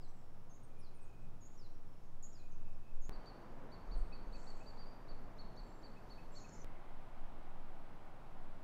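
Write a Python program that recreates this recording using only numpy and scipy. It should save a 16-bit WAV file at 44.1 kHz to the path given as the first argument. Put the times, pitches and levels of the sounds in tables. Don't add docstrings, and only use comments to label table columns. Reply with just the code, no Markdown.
import sys
import numpy as np
from scipy import signal
from scipy.fft import rfft, irfft
from scipy.io import wavfile
from scipy.ndimage import uniform_filter1d

SR = 44100
rng = np.random.default_rng(int(sys.argv[2]) if len(sys.argv) > 2 else 0)


def volts_from_decibels(level):
    exponent = np.asarray(level, float) / 20
    return 10 ** exponent


def master_out(mix):
    frames = np.transpose(np.atleast_2d(mix))
    ceiling = np.clip(frames, -1, 1)
    pcm = np.round(ceiling * 32767).astype(np.int16)
    wavfile.write(sys.argv[1], SR, pcm)


N = 380583


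def swells(rows):
    t = np.arange(0, N / SR + 1, 1 / 1000)
    curve = sum(height * np.exp(-(2 * (t - s) / length) ** 2) for s, length, height in rows)
    return np.interp(np.arange(N) / SR, t, curve)


# (time [s], length [s], level [dB])
NUDGES = [(0.075, 0.15, -40), (0.366, 0.48, -42.5), (0.829, 0.43, -40.5), (1.046, 0.13, -41),
          (1.279, 0.22, -39), (1.746, 0.58, -39.5), (2.173, 0.32, -37.5), (2.642, 0.47, -34),
          (2.981, 0.17, -29.5), (3.147, 0.14, -41), (3.601, 0.32, -44.5), (4.049, 0.37, -39),
          (4.38, .25, -42.5), (4.551, 0.15, -38.5), (4.82, 0.27, -41), (5.17, 0.22, -38),
          (5.443, .25, -43.5), (5.898, 0.34, -48.5), (6.321, 0.32, -43.5), (6.698, 0.26, -40),
          (6.963, 0.19, -39.5), (7.22, 0.19, -37), (7.618, 0.69, -38.5), (8.102, 0.25, -47),
          (8.453, 0.33, -38.5)]
SWAY_HZ = [10.18, 12.3, 10.7]


def rocking(moment):
    t = np.arange(0, N / SR + 1, 1 / 1000)
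    rock = np.zeros(len(t))
    for s, length, db in NUDGES:
        bell = np.exp(-(2 * (t - s) / length) ** 2)
        rock += np.sqrt(2) * volts_from_decibels(db) * bell * np.sin(2 * np.pi * SWAY_HZ[moment] * (t - s))
    return uniform_filter1d(np.interp(np.arange(N) / SR, t, rock), size=SR // 1000)


# (time [s], length [s], rise [dB])
GUSTS = [
    (1.25, .2, 8.9),
    (3.05, 0.26, 12),
    (3.98, 0.24, 20.4),
    (4.3, .3, 9.1),
    (5.2, 0.17, 3.3),
    (5.62, .2, 6.4),
    (6.7, 0.14, 7),
    (7.3, 0.47, 8.9),
]
CALM_DB = [-63, -56, -60]


def buffeting(moment):
    band = signal.butter(4, [17, 46], "band", fs=SR, output="sos")
    lumps = signal.lfilter([1], np.poly([.998, .998]), rng.standard_normal(N + SR))
    buffet = signal.sosfilt(band, lumps)[SR:]
    buffet = buffet / np.sqrt(np.mean(buffet ** 2) + 1e-20)
    return buffet * volts_from_decibels(CALM_DB[moment] + swells(GUSTS))


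# (frequency [Hz], level [dB per Hz])
AIR = [
    [(32, -33.5), (55, -6.5), (65, -14), (70, -8), (123, -8), (203, -15), (488, -21), (823, -23),
     (1200, -27), (1850, -35.5), (4440, -44.5), (5370, -43.5), (8230, -49.5), (14900, -51.5), (16000, -51)],
    [(32, -21), (55, -17), (77, -5.5), (194, -9), (234, -7), (319, -11.5), (905, -13.5), (1200, -18),
     (3340, -36.5), (4040, -38.5), (4440, -43.5), (4880, -39.5), (8430, -48.5), (14900, -49.5),
     (16000, -57)],
    [(32, -35), (55, -3), (93, -0.5), (132, -1), (218, -3), (297, -5.5), (376, -6), (424, -10), (749, -4),
     (1530, -14.5), (1680, -18.5), (2180, -20.5), (6650, -38.5), (14200, -43.5), (16000, -46)],
]
# (level at 0 s [dB], change [dB/s])
WASH = [
    (-68, -0.06),
    (-57.5, -0.6475),
    (-58.5, -.4),
]
# (time [s], length [s], change [dB])
DRONE_SWELLS = [
    (.95, .2, -2.5),
    (1.28, 0.33, 4.5),
    (2.6, .25, 2),
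    (4.1, .6, 2),
    (4.62, 0.38, -2.5),
    (5.5, 0.44, 1.5),
    (6.6, .25, 3),
    (6.9, 0.36, -0.5),
]
# (time [s], length [s], rise [dB])
RUSTLES = [
    (6.2, .35, 2.5),
]


def wind(moment, during):
    hz = np.maximum(np.arange(N // 2 + 1) * SR / N, 1)
    points = np.array(AIR[moment])
    colour_db = np.interp(np.log(hz), np.log(points[:, 0]), points[:, 1])
    noise = rfft(rng.standard_normal(N)) * volts_from_decibels(colour_db)
    middle = noise[(hz > 300) & (hz < 1500)]
    noise = noise * N / np.sqrt(2 * np.sum(np.abs(middle) ** 2))
    noise = noise * (hz < 15750)
    below_200 = 1 / (1 + (hz / 200) ** 4)
    below_4000 = 1 / (1 + (hz / 4000) ** 4)
    start_db, db_per_s = WASH[moment]
    db = start_db + db_per_s * np.arange(N) / SR
    usual_db = np.mean(db[during])
    drone = irfft(noise * below_200, N) * volts_from_decibels(swells(DRONE_SWELLS))
    wash = irfft(noise * (below_4000 - below_200), N)
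    hiss = irfft(noise * (1 - below_4000), N) * volts_from_decibels(swells(RUSTLES))
    return wash * volts_from_decibels(db) + (drone + hiss) * volts_from_decibels(usual_db)


# (time [s], peak level [dB])
TICKS = [
    (3.051, -54),
    (3.26, -58),
]


def ticks():
    clicks = np.zeros(N)
    clicks[[round(s * SR) for s, db in TICKS]] = volts_from_decibels(np.array(TICKS)[:, 1])
    band = signal.butter(2, [1500, 7500], "band", fs=SR, output="sos")
    return 3 * signal.sosfilt(band, clicks + 1e-18)


# (near t60 [s], far t60 [s], far level [dB])
TRUNKS = [
    (.33, 1.6, -17),
    (.12, 1.05, -3),
    (.4, 1.5, -15),
]


def trunks(x, moment):
    near_t60, far_t60, far_db = TRUNKS[moment]
    t = np.arange(SR) / SR
    decay = volts_from_decibels(-60 * t / near_t60) + volts_from_decibels(far_db - 60 * t / far_t60)
    tail = decay * (1 - np.exp(-t / 0.0032)) * rng.standard_normal(SR)
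    return signal.fftconvolve(x, tail / np.sqrt(np.sum(tail ** 2)))[:N]


def flutter(depth_db, rate):
    knots = np.arange(0, N + SR, SR / rate)
    return volts_from_decibels(depth_db * np.interp(np.arange(N), knots, rng.standard_normal(len(knots))))


def add(track, start_s, hz, level):
    at = round(start_s * SR)
    sine = np.sin(2 * np.pi * np.cumsum(hz) / SR)
    track[at:at + len(hz)] += (np.sqrt(2) * level * sine)[:N - at]


def notes(table, turn, bend_in, bend_out, loudest, swell, overtone_db=-45):
    track = np.zeros(N)
    for start, length, first, turning, last, db in table:
        u = np.linspace(0, 1, max(round(length * SR), 8))
        before = (first - turning) * np.clip(1 - u / turn, 0, 1) ** bend_in
        after = (last - turning) * np.clip((u - turn) / (1.001 - turn), 0, 1) ** bend_out
        hz = turning + before + after
        skewed = u ** (np.log(.5) / np.log(np.clip(loudest, .1, .9)))
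        level = volts_from_decibels(db) * np.abs(np.sin(np.pi * skewed)) ** swell
        add(track, start, hz, level)
        add(track, start, 2 * hz, level * volts_from_decibels(overtone_db))
    return track


def shaped(table, first_share, last_share):
    return [(s, length, first_share * hz, hz, last_share * hz, db) for s, length, hz, db in table]


def phrases(table, rate, uneven, throb, edge_s):
    track, chance = np.zeros(N), rng.standard_normal((len(table), 64))
    for (start, length, centre, swing, db), row in zip(table, chance):
        t = np.arange(round(length * SR)) / SR
        wander = np.interp(t * rate, np.arange(64), row)
        turns = 2 * np.pi * np.cumsum(rate * np.exp(uneven * wander)) / SR + 3 * row[-1]
        edges = np.clip(np.minimum(t, length - t) / edge_s, 0, 1)
        level = volts_from_decibels(db + 5 * uneven * wander[::-1]) * edges * (1 - throb * np.cos(turns / 2) ** 2)
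        add(track, start, centre + swing * np.sin(turns), level)
    return track


# (time [s], length [s], centre [Hz], swing [Hz], level [dB])
FAR_SONG = [(6.5, 0.39, 2115, 150, -76), (0.0, 0.22, 7750, 150, -86), (.14, .12, 7200, 150, -90),
            (.15, 0.23, 5450, 100, -88.5), (1.2, .05, 8000, 200, -86), (1.5, .07, 7300, 200, -83),
            (1.5, .04, 7100, 350, -79), (1.66, .12, 5550, 100, -83), (1.85, .17, 5380, 100, -87),
            (2.02, .06, 6400, 150, -86), (1.5, 0.083, 5700, 200, -87), (2.5, 0.042, 6350, 100, -76),
            (2.5, .07, 5800, 150, -86), (2.68, .08, 5350, 60, -85), (6.48, .12, 5400, 150, -79),
            (5.86, .04, 7800, 250, -86), (4.24, .05, 6400, 200, -86)]


def far_song():
    return phrases(FAR_SONG, rate=32, uneven=.25, throb=.15, edge_s=.015)


# (time [s], length [s], centre [Hz], level [dB])
LOW_SONG = [
    (.685, .17, 2440, -80),
    (.9, .35, 2510, -77.5),
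    (1.26, .14, 2520, -87),
    (2.385, .1, 2490, -76),
    (2.49, .12, 2520, -83),
    (2.612, .11, 2540, -76),
    (2.72, .1, 2540, -83),
    (2.82, .12, 2540, -78),
    (2.95, .12, 2520, -83),
    (4.85, .08, 4740, -75),
]


def low_song():
    rows = [(s, length, hz, 65, db) for s, length, hz, db in LOW_SONG]
    return phrases(rows, rate=30, uneven=.15, throb=.2, edge_s=.01)


# (time [s], length [s], top [Hz], reach down [Hz], level [dB])
BUZZES = [(3.963, 0.031, 9000, 798, -72), (3.995, .05, 8500, 704, -82), (3.86, .1, 6940, 2020, -84),
          (4.335, 0.11, 8000, 3170, -72.5), (4.43, .09, 8200, 3300, -73), (4.55, .085, 8000, 2960, -74),
          (4.65, 0.062, 7800, 2500, -84), (4.33, .15, 9600, 915, -91), (6.35, 0.086, 7180, 2470, -67),
          (6.46, 0.068, 7470, 1970, -72), (6.52, .05, 7480, 2640, -68), (6.57, .07, 7100, 2490, -74)]


def buzzes(rate, uneven, top_heavy):
    track, chance = np.zeros(N), rng.standard_normal((len(BUZZES), 3, 32))
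    for (start, length, top, reach, db), (pace, depth, force) in zip(BUZZES, chance):
        t = np.arange(round(length * SR)) / SR
        strokes = np.cumsum(rate * np.exp(uneven * np.interp(t * rate, np.arange(32), pace))) / SR
        k, u = np.minimum(strokes.astype(int), 31), strokes % 1
        fall = np.abs(2 * u - .8) * np.clip(0.97 + 0.16 * depth[k], .2, 1.2)
        swell = np.sin(np.pi * t / length) ** 0.36 * np.sin(np.pi * u) ** .5
        level = volts_from_decibels(db + force[k] - top_heavy * fall) * swell
        add(track, start, top * (1 + 0.0136 * depth[k - 1]) - reach * fall, level)
    return track


# (time [s], length [s], centre [Hz], swing [Hz], level [dB])
WARBLES = [
    (1.03, .089, 6720, 110, -87),
    (5.595, .035, 7850, 120, -83.5),
    (5.625, .22, 7500, 130, -85.5),
    (6.315, .071, 7550, 60, -72),
    (6.375, .08, 6700, 120, -72),
    (6.52, .045, 6850, 150, -69.5),
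    (6.565, .065, 6100, 150, -70.5),
]


def warbles():
    return phrases(WARBLES, rate=42, uneven=.3, throb=.34, edge_s=.0074)


# (time [s], length [s], first [Hz], last [Hz], level [dB])
FLICKS = [
    (4.314, .026, 5000, 9700, -79),
    (3.992, .012, 8000, 6400, -77),
    (6.340, .011, 6630, 5030, -72),
    (8.552, .02, 6110, 8500, -87),
    (8.603, .008, 6000, 9550, -84),
]
# (time [s], level [dB])
GRACES = [
    (4.352, -76),
    (5.073, -82),
    (5.374, -74),
    (5.558, -72),
    (5.820, -77),
    (6.090, -74),
]


def flicks():
    sweeps = FLICKS + [(s, .012, 4500, 7500, db) for s, db in GRACES]
    rows = [(s, length, first, last, last, db) for s, length, first, last, db in sweeps]
    return notes(rows, turn=.99, bend_in=1.1, bend_out=1.1, loudest=.4, swell=.6)


# (time [s], first [Hz], turning [Hz], last [Hz], level [dB])
SEEPS = [
    (.631, 7900, 9050, 7950, -75),
    (.783, 10000, 10350, 10200, -82),
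    (.797, 9900, 9700, 8750, -78),
    (.938, 9300, 9650, 9400, -82),
    (.958, 9500, 9100, 8800, -78),
    (1.024, 8700, 9200, 8500, -78),
    (1.013, 7800, 8250, 7550, -75),
    (.078, 6300, 5900, 5700, -78),
]


def seeps():
    rows = [(s, .025, *rest) for s, *rest in SEEPS]
    return notes(rows, turn=.3, bend_in=2.1, bend_out=1.6, loudest=.4, swell=.45)


# (time [s], length [s], first [Hz], turning [Hz], level [dB])
HOOKS = [
    (.494, .066, 6800, 6300, -73.5),
    (1.408, .066, 7050, 6520, -69.5),
    (3.016, .06, 7200, 6420, -69),
    (2.226, .032, 7600, 6620, -60),
]


def hooks():
    rows = [(s, length, first, hz, 1.145 * hz, db) for s, length, first, hz, db in HOOKS]
    return notes(rows, turn=.35, bend_in=2.1, bend_out=1.6, loudest=.42, swell=.35, overtone_db=-28)


# (time [s], length [s], level [dB])
SLIDES = [
    (.001, .072, -76),
    (.806, .088, -76),
    (1.574, .1, -73.5),
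    (2.324, .098, -76),
]


def slides():
    floor_hz, hz_per_s = 3900, 21500
    rows = [(s, length, floor_hz + hz_per_s * length, floor_hz, floor_hz, db) for s, length, db in SLIDES]
    return notes(rows, turn=.99, bend_in=1.55, bend_out=1.1, loudest=.38, swell=.3)


# (time [s], length [s], turning [Hz], level [dB])
LOW_ARCHES = [
    (4.117, 0.029, 2574, -64),
    (4.341, .027, 2580, -67),
    (4.601, 0.035, 2590, -68),
    (5.959, 0.033, 2590, -69.5),
    (6.177, 0.027, 2600, -66),
    (6.439, .024, 2585, -65),
]


def low_arches():
    rows = shaped(LOW_ARCHES, .905, .95)
    return notes(rows, turn=.49, bend_in=2.1, bend_out=2.1, loudest=.45, swell=.85)


# (time [s], length [s], turning [Hz], level [dB])
LONG_ARCHES = [
    (3.254, 0.06, 4595, -64.5),
    (4.464, 0.063, 4560, -63),
    (4.659, .057, 4650, -64),
    (4.772, 0.078, 4720, -64),
]


def long_arches():
    rows = shaped(LONG_ARCHES, .74, .86)
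    return notes(rows, turn=.32, bend_in=3.6, bend_out=2.5, loudest=.44, swell=.8)


# (time [s], length [s], turning [Hz], level [dB])
ARCHES = [(3.118, 0.048, 4650, -66), (3.713, 0.043, 4580, -65), (3.909, 0.046, 4570, -63),
          (4.12, 0.05, 4570, -64), (4.322, .054, 4560, -63.5), (5.079, 0.047, 4570, -65.5),
          (5.38, 0.046, 4433, -62), (5.565, .048, 4550, -63), (5.827, 0.048, 4600, -64),
          (6.095, .049, 4505, -64), (6.346, .055, 4440, -62.5)]


def arches():
    rows = shaped(ARCHES, .74, .8)
    return notes(rows, turn=.4, bend_in=3.1, bend_out=2.2, loudest=.46, swell=1.0)


def birds():
    # (track, flutter depth [dB], direct level [dB], level among the trunks [dB])
    singers = [(far_song(), 5, -7, -4),
               (low_song(), 4, -4, -4),
               (buzzes(rate=100, uneven=.25, top_heavy=1.5), 6, -6, -2),
               (warbles(), 5.5, -2, -3),
               (flicks(), 3, -3, -7),
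               (seeps(), 3, -1, -6),
               (hooks(), 2, 0, -1),
               (slides(), 4.5, -1, -3),
               (low_arches(), 1.5, 0, -6.5),
               (long_arches(), 1, 0, -4.5),
               (arches(), 1, 0, -4)]
    direct = sum(x * flutter(depth_db, 220) * volts_from_decibels(direct_db) for x, depth_db, direct_db, far_db in singers)
    far = sum(x * volts_from_decibels(far_db) for x, depth_db, direct_db, far_db in singers)
    return direct, far


# (time [s], jump of the waveform [full scale])
SPLICES = [
    (3.09444, -.017),
    (6.64544, .009),
]


def scene():
    direct, far = birds()
    direct = direct + ticks()
    cuts = [round(s * SR) for s, jump in SPLICES]
    moment = np.searchsorted(cuts, np.arange(N), side="right")
    out = np.zeros(N)
    for k in range(3):
        here = moment == k
        out += here * (rocking(k) + buffeting(k) + wind(k, here) + direct + trunks(far * here, k))
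    for at, (s, jump) in zip(cuts, SPLICES):
        missing = jump - (out[at] - out[at - 1])
        t = (np.arange(N) - at + .5) / SR
        out += missing / 2 * np.sign(t) * np.exp(-np.abs(t) / 0.023)
    return out[None]


def band_limit(x):
    return signal.sosfilt(signal.butter(12, 16410, fs=SR, output="sos"), x)


def record(dry):
    return band_limit(dry)


dry = scene()
out = record(dry)
master_out(out)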